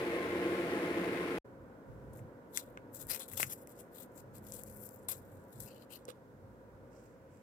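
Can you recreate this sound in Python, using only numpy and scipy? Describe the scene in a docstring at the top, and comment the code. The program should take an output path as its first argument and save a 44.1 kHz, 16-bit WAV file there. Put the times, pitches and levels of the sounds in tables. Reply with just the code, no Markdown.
"""Roaring kettle, then a paper sachet in a quiet room

An electric kettle roars as its water heats: random bubble pops excite body and water resonances.
After a short silence, fingers rub, crease and tear a small paper sachet left of the microphone:
friction is dense filtered grains, and each crease or knock is a set of damped modes.
Behind lie a ventilation fan, swelling rumble, a passing hum and hiss, all made of filtered noise or a sine."""
import sys
import numpy as np
from scipy import signal
from scipy.fft import rfft, irfft, next_fast_len
from scipy.io import wavfile

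SR = 44100
rng = np.random.default_rng(int(sys.argv[2]) if len(sys.argv) > 2 else 0)


def store_wav(level_fs):
    """Save 16-bit WAV to argv[1]."""
    pcm = np.round(np.clip(np.atleast_2d(level_fs), -1, 1) * 32767)
    wavfile.write(sys.argv[1], SR, pcm.T.astype(np.int16))


def boost(x):
    """Linear amplitude factor 10**(x/20) for a level x in decibels (scalar or array-like)."""
    u = np.asarray(x, float) / 20
    return 10 ** u


N = 327222

KETTLE_ENDS_S, ROOM_STARTS_S, FADE_IN_S = 1.384, 1.444, 0.0066
# how the sachet is held: start_s, scrape_db and taut_fold_db (relative to the bright fizz),
# left_minus_right_db, crackle_db (at a drag of -60 dB)
GRIP = [(2.1, -22, -24, 29.5, -74), (2.56, -19, -14, 18, -72), (2.61, -5, -12, 11, -78),
        (2.95, -23, -23, 19.5, -72), (3.15, -5.5, -22, 15, -65), (3.21, -9.5, -8.5, 15, -68),
        (3.41, -14.5, -21, 16, -68), (3.5, -18.5, -30.5, 3, -73), (4.0, -13, -22, 17, -78),
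        (4.6, -18, -36, 14, -65.5), (5.0, -25, -36, 16, -63.5), (5.1, -16.5, -19, 11.5, -72),
        (5.62, -20, -21, 17, -65), (5.72, -2.5, -16, 25, -76), (5.95, -8.5, -16, 21, -75),
        (6.04, -1, -11, -17, -78)]
# interchannel likeness in the room: pitch_hz, likeness (0 to 1)
ROOM_LIKENESS = [(60, 0.866), (180, 0.89), (550, 0.84), (1200, 0.026), (2500, 0.14)]
# interchannel balance in the room: pitch_hz, left_minus_right_db
ROOM_BALANCE = [(60, -3.5), (150, 0), (950, 0.5), (2380, -6.5), (5980, 11), (15000, 3.5)]


def rms_one(x):
    """Normalization: scale so that the mean of the channels has rms 1."""
    centre = np.mean(np.atleast_2d(x), axis=0)
    return x / np.sqrt(np.mean(centre ** 2) + 1e-20)


def in_time(rows):
    """Linear interpolation: each column of a curve at every sample."""
    s, *columns = np.transpose(rows)
    return [np.interp(np.arange(N) / SR, s, c) for c in columns]


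def at_hz(points, hz):
    """Interpolation on a logarithmic frequency axis."""
    table_hz, value = np.transpose(points)
    return np.interp(np.log(hz + 1), np.log(table_hz + 1), value)


def drift(rate_hz):
    """Low-passed noise: a random wander of rms 1 up to about rate_hz."""
    r = np.exp(-80 * np.pi * rate_hz / SR)   # worked out at every 40th sample
    noise = rng.standard_normal(N // 40 + 2002)
    slow = signal.lfilter([1], [1, -2 * r, r * r], noise)[2000:]
    return np.interp(np.arange(N) / 40, np.arange(len(slow)), rms_one(slow))


def held(start, hold, rise_db_per_s, fall_db_per_s, sag_db_per_s=0):
    """Exponential envelope: climbs to 1 at start, sags while held, then falls."""
    # only the stretch within about 100 dB of the peak is worked out
    reach_s = np.array([start - 100 / rise_db_per_s, start + hold + 100 / (fall_db_per_s + 1)])
    first, last = np.clip(reach_s * SR, 0, N).astype(int)
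    t = np.arange(first, last) / SR - start
    level_db = rise_db_per_s * np.minimum(t, 0) - sag_db_per_s * np.clip(t, 0, hold)
    level_db = level_db - fall_db_per_s * np.maximum(t - hold, 0)
    gain = np.zeros(N)
    gain[first:last] = boost(level_db)
    return gain


def grains(per_s, spread_db):
    """Poisson-like impulses: random clicks of unequal size and either sign."""
    sizes = boost(spread_db * np.minimum(rng.exponential(1, N), 5)) * rng.choice([-1, 1], N)
    return sizes * (rng.random(N) < per_s / SR)


def coloured(x, spectrum, modes=()):
    """Linear filtering: impose a spectrum with bell-shaped resonances on top."""
    size = next_fast_len(N)
    hz = np.arange(size // 2 + 1) * SR / size
    bells_db = sum(db / (1 + (2 * (hz - f) / w) ** 2) for f, w, db in modes)
    level_db = at_hz(spectrum, hz) + bells_db
    return irfft(rfft(x, size) * boost(level_db), size)[..., :N]


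def band(x, edges_hz):
    """Band-pass filtering between two edges."""
    return signal.sosfilt(signal.butter(2, edges_hz, "band", fs=SR, output="sos"), x)


def ring(clicks, hz, t60):
    """Damped resonance: a unit click starts a sine that decays 60 dB in t60 seconds."""
    r, w = boost(-60 / (t60 * SR)), 2 * np.pi * hz / SR
    return signal.lfilter([0, np.sin(w)], [1, -2 * r * np.cos(w), r * r], clicks + 1e-18)


def spread(mid, side, likeness, balance):
    """Partial coherence: two unrelated signals become a pair whose likeness, balance and lead vary with pitch."""
    # pitch_hz, left_lead_rad
    left_lead = [(100, 0), (500, 0.3189), (1050, 1.0), (1600, 2.0), (3100, 3.5), (16000, 17)]
    hz = np.arange(N // 2 + 1) * SR / N
    alike = np.clip(at_hz(likeness, hz), 0, 1)
    tilt = boost(at_hz(balance, hz) / 2) * np.exp(.5j * at_hz(left_lead, hz))
    m = rfft(mid) * np.sqrt(1 + alike)
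    s = rfft(side) * np.sqrt(1 - alike)
    return rms_one(irfft(np.array([(m + s) * tilt, (m - s) / tilt]), N))


def placed(x, pan_db):
    """Constant-power panning: the squares of both channels always sum to four times that of x."""
    tilt = boost(pan_db / 2)
    return 2 * np.array([x * tilt, x / tilt]) / np.sqrt(tilt ** 2 + tilt ** -2)


def shifting(x, patchy_db):
    """Varying radiation: as the paper's shape changes, each third of an octave swells and fades on its own."""
    edges, out = 500 * 2 ** np.arange(0, 5.1, 1 / 3), 0
    for k, (low, high) in enumerate(zip(edges, edges[1:])):
        # alternate signs join the bands without notches
        out = out + (-1) ** k * band(x, [low, high]) * boost(patchy_db * drift(12.8))
    return out


def sliding(x, hz, width_hz, first, last):
    """Moving resonance: two equal filters in series follow a centre between two samples; rms 1 there."""
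    out, r, state = np.zeros(N), np.exp(-np.pi * width_hz / SR), np.zeros((2, 2))
    for i in range(first, last, 128):
        poles = [1, 0, -1, 1, -2 * r * np.cos(2 * np.pi * hz[i] / SR), r * r]
        out[i:i + 128], state = signal.sosfilt([poles, poles], x[i:i + 128], zi=state)
    return out / np.std(out[first:last])


def shaded(x):
    """First-order treble loss of sound that bends round the microphone's body or comes off the walls."""
    return signal.lfilter(*signal.butter(1, 7850, fs=SR), x)


def kettle():
    """Cavitation: steam bubbles collapse by the thousand on the heater and set the body ringing."""
    # loudness of the roar: start_s, level_db
    roar = [(0.0, -34.5), (0.244, -35.5), (0.838, -34.5), (1.37, -36)]
    # broad colour of roar and hiss: pitch_hz, density_db (relative, per Hz)
    roar_colour = [(24, -57), (40, -25.5), (189, -14), (249, -8.5), (345, -1.5), (412, -10), (491, -7.5),
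                   (770, -20), (1040, -19.5), (1240, -18.5), (2100, -15.5), (3140, -27.5), (6330, -41),
                   (11600, -41), (16000, -48)]
    # body and water resonances: pitch_hz, width_hz, level_db (above the broad colour)
    kettle_modes = [(89.6, 13, 6.5), (180.5, 16, 13), (350, 25.7, 8), (454.4, 31, 7.5), (495, 30.6, 3.5),
                    (679, 36, 7), (843, 27, 9.5), (1058, 37.3, 10.5), (2103, 27, 4), (10600, 1200, 2.5)]
    # pitch_hz, likeness (left to right, 0 to 1)
    likeness = [(60, 0.78), (180, 0.989), (550, 1), (1200, 0.15), (2500, 0.112), (15000, 0.058)]
    # pitch_hz, left_minus_right_db
    balance = [(240, -0.5), (950, 1), (3770, 5), (15000, 0.5)]
    sizzle_hz, sizzle_grows_db_per_s = (4140, 6600), 0.5   # this band brightens as the water heats
    pops = [grains(6000 * boost(1.0 * drift(15)), spread_db=2.5) for _ in range(2)]
    body = coloured(np.array(pops), roar_colour, kettle_modes)
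    heated_s = np.minimum(np.arange(N) / SR, KETTLE_ENDS_S) - KETTLE_ENDS_S / 2   # zero midway
    body = body + (boost(sizzle_grows_db_per_s * heated_s) - 1) * band(body, sizzle_hz)
    return boost(in_time(roar)[0]) * spread(*body, likeness, balance)


def drag_force():
    """Stick-slip friction: strokes build up, sag and let go while the skin catches on the paper."""
    # fingers dragging: start_s (full force), hold_s, level_db, build_s (over 30 dB)
    strokes = [(2.133, .065, -70, .008), (2.562, .036, -47, .045), (2.605, .025, -60, .03),
               (2.957, .008, -49, .04), (3.012, .012, -48, .06), (3.1, .062, -41, .03),
               (3.2, .032, -48, .025), (3.285, .02, -60, .02), (3.315, .03, -55, .04),
               (3.378, .052, -38.5, .03), (3.445, .04, -54, .02), (3.5, .027, -41.5, .012),
               (3.625, .01, -68, .1), (3.69, .035, -65, .04), (3.8, .01, -58, .1), (3.96, .075, -57, .06),
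               (4.18, .025, -63, .08), (4.35, .025, -61, .04), (4.47, .02, -62, .07), (4.53, .08, -53, .12),
               (4.665, .125, -63.5, .02), (4.835, .035, -57.5, .15), (4.91, .14, -70, .03),
               (5.086, .035, -40.5, .003), (5.135, .04, -57, .02), (5.28, .2, -77, .05),
               (5.525, .02, -66, .04), (5.602, .008, -53.5, .008), (5.63, .06, -60, .2),
               (5.71, .125, -70, .03), (5.905, .055, -57, .015), (6.083, .022, -60, .012)]
    sag_db_per_s, let_go_db_per_s = 39.5, 901   # while dragging; after it
    settle_db, settle_db_per_s = -22, 120   # the released paper creeps back, faint and slow
    push = np.full(N, 1e-6)
    for s, hold, db, build in strokes:
        drag = held(s, hold, 30.0 / build, let_go_db_per_s, sag_db_per_s)
        settle = boost(settle_db) * held(s, hold, 30.0 / build, settle_db_per_s)
        push = np.maximum(push, boost(db) * (drag + settle))
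    return push * boost(3.0 * drift(110))   # catches and lets go about a hundred times a second


def crackling(push, crackle_db, bright):
    """Sparse contact impulses: they follow the drag only in part, so they stand out at a light touch."""
    clicks = grains(150 * boost(4 * drift(15)), spread_db=2.0)
    crackles = rms_one(coloured(shifting(clicks, patchy_db=4.0), bright))
    follows = 0.65   # share of the drag's swing in dB
    return crackles * boost(crackle_db) * (push / boost(-60)) ** follows * (push > boost(-80))


def scraping(paper, dull_db, fold_db):
    """Resonant filtering: a dull scrape, two sliding modes of the torn mouth and a singing taut fold."""
    # pitch_hz, density_db (relative, per Hz)
    dull = [(600, -4), (950, -2.5), (1450, -2.5), (2000, -3.5), (2900, -5.5), (4700, -6), (7000, -18.5)]
    # resonances slide as the rubbed mouth opens: start_s, lower_hz, upper_hz
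    mouth = [(5.66, 2500, 5200), (5.73, 2930, 4270), (5.85, 2860, 4600), (5.99, 2920, 4470)]
    widths_hz, upper_db, fold_hz = (580, 1220), -0.5, (3300, 4210)
    first, last = int(mouth[0][0] * SR), int(mouth[-1][0] * SR)
    lower, upper = (sliding(paper, hz, width, first, last) for hz, width in zip(in_time(mouth), widths_hz))
    scrape = rms_one(coloured(paper, dull))
    scrape[first:last] = (lower - boost(upper_db) * upper)[first:last]
    return boost(dull_db) * scrape + boost(fold_db) * rms_one(band(paper, fold_hz))


def hand_shift(paper):
    """Filtered friction noise: a hand shifts further off on the right."""
    # start_s, hold_s, level_db
    shifts = [(6.93, .13, -73.5), (7.31, .08, -80)]
    # pitch_hz, density_db (relative, per Hz)
    shift_colour = [(1500, -18), (2400, 1), (3600, -16.5), (5000, -2.5), (8200, 0.5), (10000, -6),
                    (14000, -3.5)]
    gain = sum(boost(db) * held(s, hold, 600, 150) for s, hold, db in shifts)
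    return placed(gain * rms_one(coloured(paper, shift_colour)), -15.5)


def rubbing():
    """Friction of skin on paper: dense clumped grains heard as bright fizz, duller scrape and crackles."""
    # bright fizz: pitch_hz, density_db (relative, per Hz)
    bright = [(2650, -39), (4300, -16.5), (4890, -12.5), (6920, -3), (7730, 1), (9100, -1), (12500, 4),
              (15100, 4), (15800, -14)]
    scrape_pan_share = 0.63   # the microphone's body shades the treble most
    push = drag_force()
    dull_db, fold_db, pan_db, crackle_db = in_time(GRIP)
    fibres = grains(12000 * boost(3.1 * drift(80) + 1.8 * drift(25)), spread_db=2.0)
    paper = shifting(fibres, patchy_db=3.0)
    fizz = push * rms_one(coloured(paper, bright)) + crackling(push, crackle_db, bright)
    scrape = push * scraping(paper, dull_db, fold_db)
    return placed(fizz, pan_db) + placed(scrape, scrape_pan_share * pan_db) + hand_shift(paper)


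def snaps():
    """Modal excitation by snap-through: each crease flips with a crack and rings the sachet."""
    # creases snapping over: start_s, crack_db, ring_db, crack_pitch_hz
    creases = [(2.192, -59, -53, 8000), (2.5737, -20, -24.5, 7030), (2.7738, -54, -38, 5860),
               (3.069, -41.5, -66, 12500), (3.1957, -39, -54, 8040), (3.281, -46, -66, 12500),
               (3.316, -44, -47, 12500), (3.323, -43, -60, 12500), (3.328, -42, -57.5, 12500),
               (3.335, -37, -41, 12500), (3.3385, -41, -56, 12500), (3.3994, -27, -34, 11500),
               (3.404, -26, -24.5, 11000), (3.4068, -30, -33.5, 11000), (3.4296, -25, -16, 6800),
               (3.673, -44.5, -50.5, 9000), (4.183, -49, -61, 10050), (4.4485, -54, -71, 11000),
               (4.5213, -36, -62, 7500), (4.6356, -37.5, -64.5, 11000), (4.7588, -52.5, -72, 12000),
               (4.8007, -52, -65, 11000), (4.8905, -43, -70, 11000), (4.914, -59, -72.5, 11600),
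               (5.0893, -36, -40.5, 9000), (5.604, -37, -65, 9500), (5.609, -48.5, -57.5, 9000),
               (5.964, -52, -55, 4400), (6.053, -42.5, -62, 8100), (7.372, -63, -88, 8000)]
    # bright crack of a crease: pitch_hz, level_db (relative), t60_s
    crack_modes = [(4600, -8, 0.0053), (5880, -1.5, 0.004), (7700, -0.5, 0.0036), (10700, 2.5, 0.0022),
                   (12500, 2, 0.00317), (14990, -0.5, .003)]
    # dull ring of the sachet: pitch_hz, level_db (relative), t60_s
    sachet_modes = [(1380, -3.5, 0.003), (2065, -5, 0.0088), (2625, -8, 0.0051), (3930, -16, 0.0029)]
    crack_pan_share, ring_pan_share = 0.66, 0.55
    crack_width_oct = 0.65   # a mode this far from the crack's pitch is 6 dB weaker
    s, crack_db, ring_db, crack_hz = np.transpose(creases)
    at, out = (s * SR).astype(int), np.zeros((2, N))
    pan_db = in_time(GRIP)[2][at]
    parts = ((crack_modes, crack_db, crack_pan_share, True), (sachet_modes, ring_db, ring_pan_share, False))
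    for modes, base_db, share, tuned in parts:
        luck_db = rng.normal(0, 1.5, (len(s), len(modes)))   # every mode has a strength of its own
        for k, (hz, db, t60) in enumerate(modes):
            clicks = np.zeros((2, N))
            off_db = 6 * tuned * (np.log2(hz / crack_hz) / crack_width_oct) ** 2
            strength = boost(base_db + db - off_db + luck_db[:, k])
            clicks[:, at] = placed(strength, share * pan_db) * (-1) ** k
            out += ring(clicks, hz, t60)
    # the snaps carry no bass below about 1 kHz
    return signal.sosfilt(signal.butter(4, 1100, "high", fs=SR, output="sos"), out)


def hollow_knocks():
    """Damped cavity-like resonance: the filled sachet knocks hollow, alike in both channels."""
    # start_s, level_db (before the band-pass), pitch_hz, t60_s
    knocks = [(2.5739, -28, 3600, 0.0069), (2.774, -30, 1500, .006), (3.399, -19.5, 900, 0.0047),
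              (3.4303, -26, 800, .006), (5.09, -29, 1100, 0.0068), (6.083, -37, 495, 0.083)]
    out = np.zeros(N)
    for s, db, hz, t60 in knocks:
        click = boost(db) * (np.arange(N) == int(s * SR))
        out += band(ring(click, hz, t60), [hz / 3, hz * 3])
    return out


def near_walls(x):
    """Diffuse reverberation: table top and wall give the left signal a short wash, different at each side."""
    t60_s = 0.082
    t = np.arange(int(t60_s * SR)) / SR
    tail = rng.standard_normal((2, len(t))) * boost(-60 * t / t60_s) * (t > .001)
    tail /= np.sqrt(np.sum(tail ** 2, axis=1, keepdims=True))
    return signal.fftconvolve(x[:1] * np.ones((2, 1)), tail, axes=1)[:, :N]


def fan_drone():
    """Broadband flow noise: smooth fan noise is coloured by duct resonances."""
    # start_s, level_db
    fan = [(1.46, -55), (5.66, -56.5), (6.36, -59), (6.91, -57.5), (7.42, -60.5)]
    # pitch_hz, density_db (relative, per Hz)
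    fan_colour = [(88, -41), (150, -14), (263, -7), (361, -11), (516, -10), (759, -19.5), (1210, -23),
                  (1280, -25), (1430, -21.5), (2220, -36), (4000, -53), (5200, -73.5)]
    # duct resonances: pitch_hz, width_hz, level_db (above the colour)
    fan_modes = [(488, 17, 5.5), (535.7, 18.4, 9), (965, 80, 6), (1480, 130, 1)]
    noise = coloured(rng.standard_normal((2, N)), fan_colour, fan_modes)
    return boost(in_time(fan)[0]) * spread(*noise, ROOM_LIKENESS, ROOM_BALANCE)


def rumble():
    """Room modes: low noise in standing waves swells, as if from far traffic or plumbing."""
    # pitch_hz, density_db (relative, per Hz)
    rumble_colour = [(30, -29), (55, -5.5), (75, -6.5), (100, 7), (140, 5.5), (220, 0.5), (350, -44.5)]
    # standing waves: pitch_hz, width_hz, level_db (above the colour)
    room_modes = [(56.3, 26, 14.5), (93.6, 10, 7.5), (126, 11, 8)]
    # start_s, hold_s, level_db
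    swells = [(1.888, 0.34, -51.5), (3.015, 0.091, -55.5), (3.345, 0.13, -52.5), (4.193, 0.675, -57),
              (5.08, 0.33, -58), (5.577, 0.055, -53.5), (6.722, .15, -60.5)]
    rise_db_per_s, fall_db_per_s = 249, 117
    noise = coloured(rng.standard_normal((2, N)), rumble_colour, room_modes)
    low = spread(*noise, ROOM_LIKENESS, ROOM_BALANCE)
    swell = np.max([boost(db) * held(s, hold, rise_db_per_s, fall_db_per_s) for s, hold, db in swells], axis=0)
    between = boost(-63 + 2.5 * drift(1.5))   # wandering level between the swells
    return np.maximum(swell, between) * low


def passing_hum():
    """Pure tone: a faint steady-pitched hum comes and goes."""
    start_s, hold_s, hum_hz, rms_db = 4.4, 0.45, 207.5, -60.5
    tone = np.sqrt(2) * np.sin(2 * np.pi * hum_hz * np.arange(N) / SR)
    return boost(rms_db) * held(start_s, hold_s, 200, 150) * tone


def microphone_hiss():
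    """Electronic self-noise: two independent channels of steady coloured noise."""
    # pitch_hz, density_db (relative, per Hz)
    hiss = [(1760, -14), (3000, -6.5), (5840, -7.5), (8400, -7.5), (9460, -12), (12900, -6), (16000, -11.5)]
    return boost(-83) * rms_one(coloured(rng.standard_normal((2, N)), hiss))


def late_hiss():
    """Band-limited noise: a faint hiss creeps up at the end."""
    full_s, level_db, rise_db_per_s = 7.43, -83.5, 20
    noise = rms_one(band(rng.standard_normal((2, N)), (1902, 2670)))
    return boost(level_db) * held(full_s, 1, rise_db_per_s, 0) * noise


def room_tone():
    """Superposition of the independent background sounds."""
    return fan_drone() + rumble() + passing_hum() + microphone_hiss() + late_hiss()


def scene():
    """Superposition and delay: kettle, a gap of silence, then the room with the sachet."""
    right_lag_s, walls_db = .00037, -12.5
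    t = np.arange(N) / SR
    left, right = rubbing() + snaps() + hollow_knocks()
    # the hands are nearer the left port
    sachet = np.array([left, np.roll(shaded(right), int(right_lag_s * SR))])
    room = room_tone() + sachet + boost(walls_db) * shaded(near_walls(sachet))
    fade_in = np.clip((t - ROOM_STARTS_S) / FADE_IN_S, 0, 1)
    return kettle() * (t < KETTLE_ENDS_S) + room * fade_in


def band_limit(x):
    """A steep low-pass at the top of the band."""
    return signal.sosfilt(signal.butter(12, 16520, fs=SR, output="sos"), x)


def record(dry):
    """Band limiting: the microphone drops the deepest bass and the top is cut."""
    low_cut_hz, top_cut_hz = 38, 17000   # the top is 60 dB down from its edge upward
    thin = signal.sosfilt(signal.butter(2, low_cut_hz, "high", fs=SR, output="sos"), dry)
    thin = signal.sosfilt(signal.cheby2(12, 60, top_cut_hz, fs=SR, output="sos"), thin)
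    return band_limit(thin)


dry = scene()
out = record(dry)
store_wav(out)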